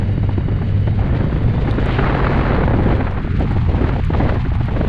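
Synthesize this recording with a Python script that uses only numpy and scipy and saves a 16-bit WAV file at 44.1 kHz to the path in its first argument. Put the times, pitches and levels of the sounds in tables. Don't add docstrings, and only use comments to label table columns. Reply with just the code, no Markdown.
import sys
import numpy as np
from scipy import signal
from scipy.fft import rfft, irfft
from scipy.io import wavfile
from scipy.ndimage import uniform_filter1d, minimum_filter1d

SR = 44100
rng = np.random.default_rng(int(sys.argv[2]) if len(sys.argv) > 2 else 0)


def bounce(signal):
    frames = np.transpose(np.atleast_2d(signal))
    limited = np.clip(frames, -1, 1)
    pcm = np.round(limited * 32767).astype(np.int16)
    wavfile.write(sys.argv[1], SR, pcm)


N = 215384
TIME = np.arange(N) / SR

# t/s, average firing rate f/Hz, level/dB
ENGINE = [(0, 99.5, -16), (.2, 93.3, -21), (.45, 97.8, -21.5), (.75, 98.04, -18.5), (1.05, 103.6, -20),
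          (1.25, 108.5, -29.5), (1.48, 114.7, -14.5), (1.62, 120.7, -30), (1.9, 125.2, -21.5),
          (2.55, 143.9, -20.5), (2.75, 121, -34), (3.0, 94.56, -30.5), (3.15, 90.2, -24), (3.35, 85, -26),
          (3.55, 85.13, -21.5), (3.85, 80.4, -22), (4.03, 81.35, -20.5), (4.25, 81.3, -20),
          (4.5, 79.5, -31), (4.72, 79, -23), (4.88, 77.5, -32)]
# multiple of the firing rate, level/dB
EXHAUST_ORDERS = [(.5, -12.5), (1, 2.5), (1.5, -12.5), (2, -16.5), (3, -20.5), (4, -27.5), (5, -28.5),
                  (6, -28.5)]
# f/Hz, width/Hz, level under load/dB
CASING = [(1610, 310, -48), (2100, 200, -51.5), (2914, 110, -58), (3820, 72, -62), (4550, 150, -64)]
# t/s, level/dB
RUMBLE = [(0, -18), (.8, -17.5), (1.4, -15.5), (2.1, -21.5), (2.92, -14.5), (3.12, -23), (3.4, -15.5),
          (4.0, -18), (4.27, -15.5), (4.5, -16.5), (4.88, -16.5)]
# t/s, strength/dB, fine eddies relative to coarse ones/dB
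GUST = [(0, -28, -6), (.07, -40, -6), (.44, -40, -1), (.52, -31, -7.5), (.64, -40, -0.5), (.96, -37.5, -7),
        (1.02, -28, -4.5), (1.18, -26.5, -7), (1.45, -33, -3.5), (1.8, -25.5, -5.5), (1.96, -27, 0.5),
        (2.01, -23, 1), (2.45, -23, 0.5), (2.61, -19.5, -4), (2.68, -24, -6), (2.89, -20.5, -5.5),
        (3.11, -30.5, -1.5), (3.32, -31.5, 0), (3.41, -28.5, -4.5), (3.66, -32.5, -2.5), (3.75, -24.5, -8),
        (3.86, -25.5, -2), (3.97, -28.5, -4.5), (4.05, -32, -2.5), (4.13, -29, -7), (4.26, -22, -5.5),
        (4.42, -31, -3.5), (4.66, -37, 2), (4.77, -29.5, -4.5), (4.88, -29.5, -3)]
# t/s, length/s, low push/dB, midrange flap/dB, tearing rasp/dB
SLAPS = [(0.029, 0.0059, -26.5, -36.0, -41.0), (0.092, 0.012, -31, -34.5, -47),
         (0.174, 0.0092, -19, -34, -43.0), (0.23, 0.013, -24, -31.5, -43.0),
         (0.289, 0.009, -24, -26.5, -37), (0.305, 0.01, -27, -37, -44), (0.376, 0.0096, -16, -30, -39),
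         (0.404, 0.0087, -29.5, -33, -40), (0.48, 0.014, -22.5, -30.5, -40),
         (0.517, 0.0072, -23, -38.0, -41), (0.615, 0.021, -26.5, -33.5, -41), (0.87, 0.018, -25, -29, -36),
         (0.926, 0.0062, -26, -34, -45), (0.986, 0.013, -32.5, -27.5, -43),
         (1.015, 0.014, -28, -35.0, -38.5), (1.122, 0.0097, -25.5, -37, -41),
         (1.144, 0.022, -25, -33, -37.5), (1.203, 0.015, -27, -31, -35), (1.238, 0.0065, -18, -30.0, -44),
         (1.325, 0.0086, -19.5, -38, -34.5), (1.358, 0.017, -27, -32.5, -36),
         (1.411, 0.0083, -21, -43, -44.0), (1.435, 0.016, -36, -33, -39), (1.48, 0.016, -24, -33.0, -42.5),
         (1.578, 0.0079, -38.5, -28, -38), (1.613, 0.011, -25.5, -40, -43),
         (1.646, 0.0085, -37.5, -28.5, -36), (1.672, 0.023, -20.5, -27, -32),
         (1.779, 0.015, -16.5, -33, -31), (1.859, 0.016, -25.0, -28, -37), (1.887, 0.017, -26, -28, -30.5),
         (1.986, 0.011, -24, -19.5, -22.5), (2.06, 0.018, -29.0, -29, -25.5), (2.146, 0.01, -23, -22, -36),
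         (2.241, 0.015, -30, -26, -27), (2.498, 0.019, -20, -23, -31), (2.528, 0.0086, -25, -23, -31),
         (2.632, 0.012, -22, -25.5, -25), (2.676, 0.0076, -19, -18.5, -27.5),
         (2.707, 0.008, -32.5, -18, -28), (2.733, 0.016, -23, -24, -30.5), (2.786, 0.013, -14.5, -27, -41),
         (2.868, 0.016, -18.5, -26, -37), (2.902, 0.014, -22, -26.5, -28.5),
         (2.924, 0.008, -18.0, -24, -29), (3.001, 0.017, -21.5, -23.5, -30.5),
         (3.065, 0.018, -26, -28, -29), (3.167, 0.029, -27.0, -33, -34.0),
         (3.244, 0.0098, -25, -34.0, -45.5), (3.272, 0.0077, -28, -28.5, -49),
         (3.342, 0.012, -30, -45.0, -46.0), (3.403, 0.0097, -19, -22.5, -33.5),
         (3.434, 0.018, -24.5, -33.5, -42.0), (3.506, 0.016, -23, -29.5, -34.5),
         (3.557, 0.023, -28, -30, -43), (3.689, 0.013, -26, -33.0, -43), (3.744, 0.005, -31, -22, -39),
         (3.777, 0.0085, -28, -28, -41), (3.804, 0.013, -19, -29, -36), (3.838, 0.012, -17, -30.5, -29),
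         (3.89, 0.0088, -24.0, -27, -26), (3.959, 0.0095, -36.5, -25.5, -34),
         (3.993, 0.0068, -18, -29, -35), (4.101, 0.012, -17.5, -27.5, -39.0),
         (4.133, 0.013, -29, -29, -28.5), (4.147, 0.0073, -25, -19.5, -28),
         (4.196, 0.024, -18.5, -22, -31.5), (4.25, 0.0065, -21.5, -20.5, -39),
         (4.289, 0.011, -23, -26, -24), (4.322, 0.0059, -27, -19.5, -36), (4.353, 0.019, -26, -30.5, -34),
         (4.449, 0.024, -25.5, -36, -41), (4.515, 0.012, -26.0, -30.5, -45), (4.55, 0.0083, -35, -37, -37),
         (4.601, 0.021, -26.5, -31.5, -41), (4.681, 0.016, -28, -29.5, -34),
         (4.71, 0.0056, -33, -29, -46.5), (4.761, 0.016, -25.5, -27, -33.0), (4.807, 0.01, -19, -19.5, -30),
         (4.845, 0.0094, -20, -29, -37)]
# start t/s, end t/s, lower edge f/Hz, upper edge f/Hz
HOLLOWS = [(3.137, 3.148, 201, 800), (3.219, 3.385, 435, 1140), (3.458, 3.677, 372, 680),
           (4, 4.114, 188, 1018), (4.39, 4.697, 250, 710)]
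# t/s, level/dB
SPRAY = [(0, -45.5), (.54, -49), (.66, -46), (1.42, -45), (1.85, -40.5), (2.35, -38.5), (2.72, -45.5),
         (2.95, -42), (3.17, -48), (3.4, -42), (3.62, -42), (3.82, -41.5), (4.0, -40), (4.09, -45),
         (4.17, -39.5), (4.36, -40), (4.49, -45), (4.62, -43.5), (4.88, -41.5)]
# t/s, splash peak level/dB, ring f/Hz, ring peak level/dB
DROPS = [(.133, -51, 3090, -50), (.3805, -50, 3030, -50), (.4474, -49, 3780, -48), (.5636, -51, 3600, -48),
         (.8096, -49, 3050, -48), (.8589, -50, 3010, -48), (1.376, -48, 3200, -34), (1.436, -49, 3050, -46),
         (1.6536, -50, 3450, -44), (1.711, -39, 3660, -23), (1.859, -34, 7457, -44),
         (1.927, -44, 3013, -45), (2.37, -47, 3990, -48), (2.68, -48, 3400, -42), (2.797, -48, 3190, -42),
         (2.836, -50, 3500, -46), (2.877, -50, 3300, -46), (2.97, -50, 3200, -46), (3.01, -50, 3400, -46),
         (3.112, -49, 5400, -44), (3.397, -38, 8270, -52), (3.512, -48, 8300, -49), (3.522, -49, 7200, -49),
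         (4.0385, -46, 2200, -22), (4.048, -38.5, 7330, -47), (4.5526, -44, 3806, -40),
         (4.6558, -42.5, 3000, -36)]

# f/Hz, level/dB
RUMBLE_COLOUR = [(40, -21), (70, -3), (100, 0), (135, -2), (170, -8.5), (230, -12), (320, -29),
                 (500, -55.5), (1000, -80)]
# f/Hz, level/dB
DEEP_COLOUR = [(12, -1), (25, 2.5), (38, 1), (54, 10), (68, 1.5), (100, -28), (250, -80)]
# f/Hz, level/dB
COARSE_COLOUR = [(60, -16), (140, 2.5), (250, 8), (380, 2.5), (550, 1), (800, -13), (1200, -25.5),
                 (2000, -28), (4000, -77)]
# f/Hz, level/dB
FINE_COLOUR = [(300, -25.5), (700, 7), (1100, 4.5), (1900, -1), (2600, -10), (3700, -20), (4500, -24),
               (5600, -48.5), (9000, -73), (13000, -85)]
# f/Hz, level/dB
PUSH_COLOUR = [(70, -30), (150, -4), (230, 0), (340, -1), (450, -13), (800, -42), (3000, -110)]
# f/Hz, level/dB
BODY_COLOUR = [(280, -30), (460, -4), (560, 0), (840, -1), (1050, -14), (2000, -48), (5000, -110)]
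# f/Hz, level/dB
RASP_COLOUR = [(550, -30), (950, 0), (1400, -1), (2000, -4), (2700, -14), (4200, -26), (5600, -52),
               (12000, -95)]
# f/Hz, level/dB
SPRAY_COLOUR = [(150, -24), (400, 18.5), (700, 4.5), (980, 1), (1350, -19), (2100, 0), (3000, -4),
                (3700, -8), (4400, -12.5), (5500, -24), (7500, -29.5), (9000, -40.5), (11000, -64),
                (14000, -81)]
# f/Hz, level/dB
PUDDLE_COLOUR = [(700, -37.5), (2000, -3.5), (2800, -3), (4200, -14.0), (5500, -32.0), (9000, -48.0),
                 (13000, -78)]

SHIFT_START_S, SHIFT_END_S, UNLOADED_DB = 2.3, 3.1, -12
DEEP_DB, DEEP_PER_GUST, USUAL_GUST_DB = -21.5, 0.24, -30
SLAP_ATTACK_S, CORE_PLACE = 0.002, 0.455
HOLLOW_DB = 15.5
PUDDLE_S, PUDDLE_DB, PUDDLE_RISE_DB_PER_S, PUDDLE_FALL_DB_PER_S = 1.945, -32.5, 100, 150
DRIZZLE_DB, DRIZZLE_SPREAD_DB, DRIZZLE_RING_DB, DRIZZLE_HZ = -62, 9, 1, (2500, 4500)
EDGE_HZ = 11800


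def gain_of(db):
    return 10 ** (np.asarray(db) / 20)


def evened(x):
    return x / np.sqrt(np.mean(x ** 2) + 1e-20)


def steadied(x, size, amount=0.61):
    power = uniform_filter1d(x ** 2, size=size) + 1e-6
    return evened(x / power ** (amount / 2))


def follow(rows):
    s, *columns = np.transpose(rows)
    return [np.interp(TIME, s, column) for column in columns]


def coloured(x, points):
    hz, db = np.transpose(points)
    bins_hz = np.fft.rfftfreq(N, 1 / SR)
    shape_db = np.interp(np.log(bins_hz + 1), np.log(hz), db)
    return evened(irfft(rfft(x) * gain_of(shape_db), N))


def noise(points):
    return coloured(rng.standard_normal(N), points)


def wander(rate_hz):
    hz = np.fft.rfftfreq(N, 1 / SR)
    shape = hz / (hz + 6) / (1 + (hz / rate_hz) ** 4)
    return evened(irfft(rfft(rng.standard_normal(N)) * shape, N))


def band(x, low_hz, high_hz):
    sos = signal.butter(4, [low_hz, high_hz], "band", fs=SR, output="sos")
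    return signal.sosfiltfilt(sos, x)


def narrow(hz, width_hz):
    turn = np.exp(2j * np.pi * np.cumsum(hz * np.ones(N)) / SR)
    fuzz = wander(width_hz) + 1j * wander(width_hz)
    return evened((fuzz * turn).real)


def add(mix, s, sound):
    part = mix[max(round(s * SR), 0):][:len(sound)]
    part += sound[:len(part)]


def engine(level_db=-1.0, throb_db=1.0):
    hz, db = follow(ENGINE)
    turns = np.cumsum(hz * (1 + .036 * wander(20))) / SR
    note = np.zeros(N)
    for multiple, order_db in EXHAUST_ORDERS:
        order = round(2 * multiple) / 2
        note += gain_of(order_db) * np.cos(2 * np.pi * (order * turns + rng.random()))
    return gain_of(level_db + db + throb_db * wander(79)) * note


def gears(casing_db=0.):
    hz, _ = follow(ENGINE)
    load_db = np.interp(TIME, [SHIFT_START_S, SHIFT_END_S], [0, UNLOADED_DB])
    whine_hz = 30 * uniform_filter1d(hz, size=20000)
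    whine = gain_of(-56 + 2 * wander(12)) * narrow(whine_hz, 120)
    ringing = sum(gain_of(casing_db + db) * narrow(mode_hz, width_hz) for mode_hz, width_hz, db in CASING)
    return gain_of(load_db) * (whine + ringing)


def rumble(level_db=-2.0):
    db, = follow(RUMBLE)
    gust_db, _ = follow(GUST)
    wake = gain_of(level_db + db) * steadied(noise(RUMBLE_COLOUR), size=3000)
    buffet_db = DEEP_DB + DEEP_PER_GUST * (gust_db - USUAL_GUST_DB)
    return wake + gain_of(buffet_db) * steadied(noise(DEEP_COLOUR), size=5000)


def turbulence(coarse_db=0., fine_db=-2.0, patchy_db=2.0, own_db=1.0):
    db, bright_db = follow(GUST)
    patchiness = np.interp(db, [-28, -22], [1, .7])
    bursts = gain_of(patchiness * patchy_db * 2 * np.tanh(wander(61) / 2))
    bursts /= np.sqrt(uniform_filter1d(bursts ** 2, size=2000))
    coarse = steadied(bursts * noise(COARSE_COLOUR) * gain_of(own_db * wander(63)), size=2500)
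    flutter = evened(gain_of(2.5 * wander(250) + 1.0 * wander(70)))
    fine = bursts ** .4 * noise(FINE_COLOUR) * flutter
    return gain_of(db) * (gain_of(coarse_db) * coarse + gain_of(fine_db + bright_db) * fine)


def slaps(push_db=0.4, body_db=-0.95, core_db=-7.5, rasp_db=0.6, core_s=0.00055, ragged_db=1.5):
    out, t = np.zeros(N), np.arange(2400) / SR
    push, body = noise(PUSH_COLOUR), noise(BODY_COLOUR)
    rasp = noise(RASP_COLOUR) * gain_of(ragged_db * wander(250))
    rise = 1 - np.exp(-t / SLAP_ATTACK_S)
    for s, length, low_db, mid_db, high_db in SLAPS:
        at = (np.arange(len(t)) + round(s * SR)) % N
        passing = rise * np.exp(-(t / length) ** 3)
        across = (t - CORE_PLACE * length) / (core_s * rng.uniform(.8, 1.25))
        core = (across ** 2 - 1) * np.exp(-across ** 2 / 2)
        slap = (gain_of(push_db + low_db) * evened(passing * push[at])
                + gain_of(body_db + mid_db) * evened(passing * body[at])
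                + gain_of(core_db + mid_db) * evened(rise * core)
                + gain_of(rasp_db + high_db) * evened(passing * rasp[at]))
        add(out, s, np.sqrt(length / t[-1]) * slap)
    return out


def hollowed(x):
    out = x.copy()
    for start, end, low_hz, top_hz in HOLLOWS:
        inside = (TIME > start) & (TIME < end)
        during = uniform_filter1d(1. * inside, size=1000)
        out -= during * (1 - gain_of(-HOLLOW_DB)) * band(x, low_hz, top_hz)
    return out


def tyres(level_db=8.0, grain_db=2.5, flutter_db=1.86):
    db, = follow(SPRAY)
    droplets = rng.standard_normal(N) * gain_of(grain_db * wander(730))
    return gain_of(level_db + db + flutter_db * wander(22)) * coloured(droplets, SPRAY_COLOUR)


def puddle():
    rise_db = PUDDLE_RISE_DB_PER_S * (PUDDLE_S - TIME)
    fall_db = PUDDLE_FALL_DB_PER_S * (TIME - PUDDLE_S)
    db = PUDDLE_DB - np.maximum(rise_db, fall_db)
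    droplets = rng.standard_normal(N) * gain_of(2 * wander(600))
    return gain_of(db) * coloured(droplets, PUDDLE_COLOUR)


def tick(splash_db, hz, ring_db):
    t = np.arange(700) / SR
    spatter = rng.standard_normal(len(t)) * gain_of(-60 * t / .009) + 4 * (t == 0)
    splash = band(np.pad(spatter, (40, 0)), 4000, 11500)[:len(t)]
    ring = np.sin(2 * np.pi * hz * t) * gain_of(-60 * t / .004) * (1 - np.exp(-t / .0003))
    return gain_of(splash_db) * splash / abs(splash).max() + gain_of(ring_db) * ring / abs(ring).max()


def rain(count=40):
    out = np.zeros(N)
    for s, *drop in DROPS:
        add(out, s, tick(*drop))
    for when, weight, place in rng.random((count, 3)):
        db = DRIZZLE_DB + DRIZZLE_SPREAD_DB * weight ** 2
        hz = np.interp(place, [0, 1], DRIZZLE_HZ)
        add(out, when * N / SR, tick(db, hz, db + DRIZZLE_RING_DB))
    return out


def scene():
    bed = hollowed(rumble() + turbulence() + tyres())
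    return (bed + puddle() + engine() + gears() + slaps() + rain())[None]


def record(dry):
    allowed = np.minimum(1, .68 / (abs(dry) + 1e-9))
    held = minimum_filter1d(allowed, size=400)
    gain = uniform_filter1d(uniform_filter1d(held, size=200), size=200)
    low_pass = signal.firwin(255, EDGE_HZ, window=("kaiser", 9), fs=SR)
    return signal.oaconvolve(dry * gain, low_pass[None], "same")


dry = scene()
out = record(dry)
bounce(out)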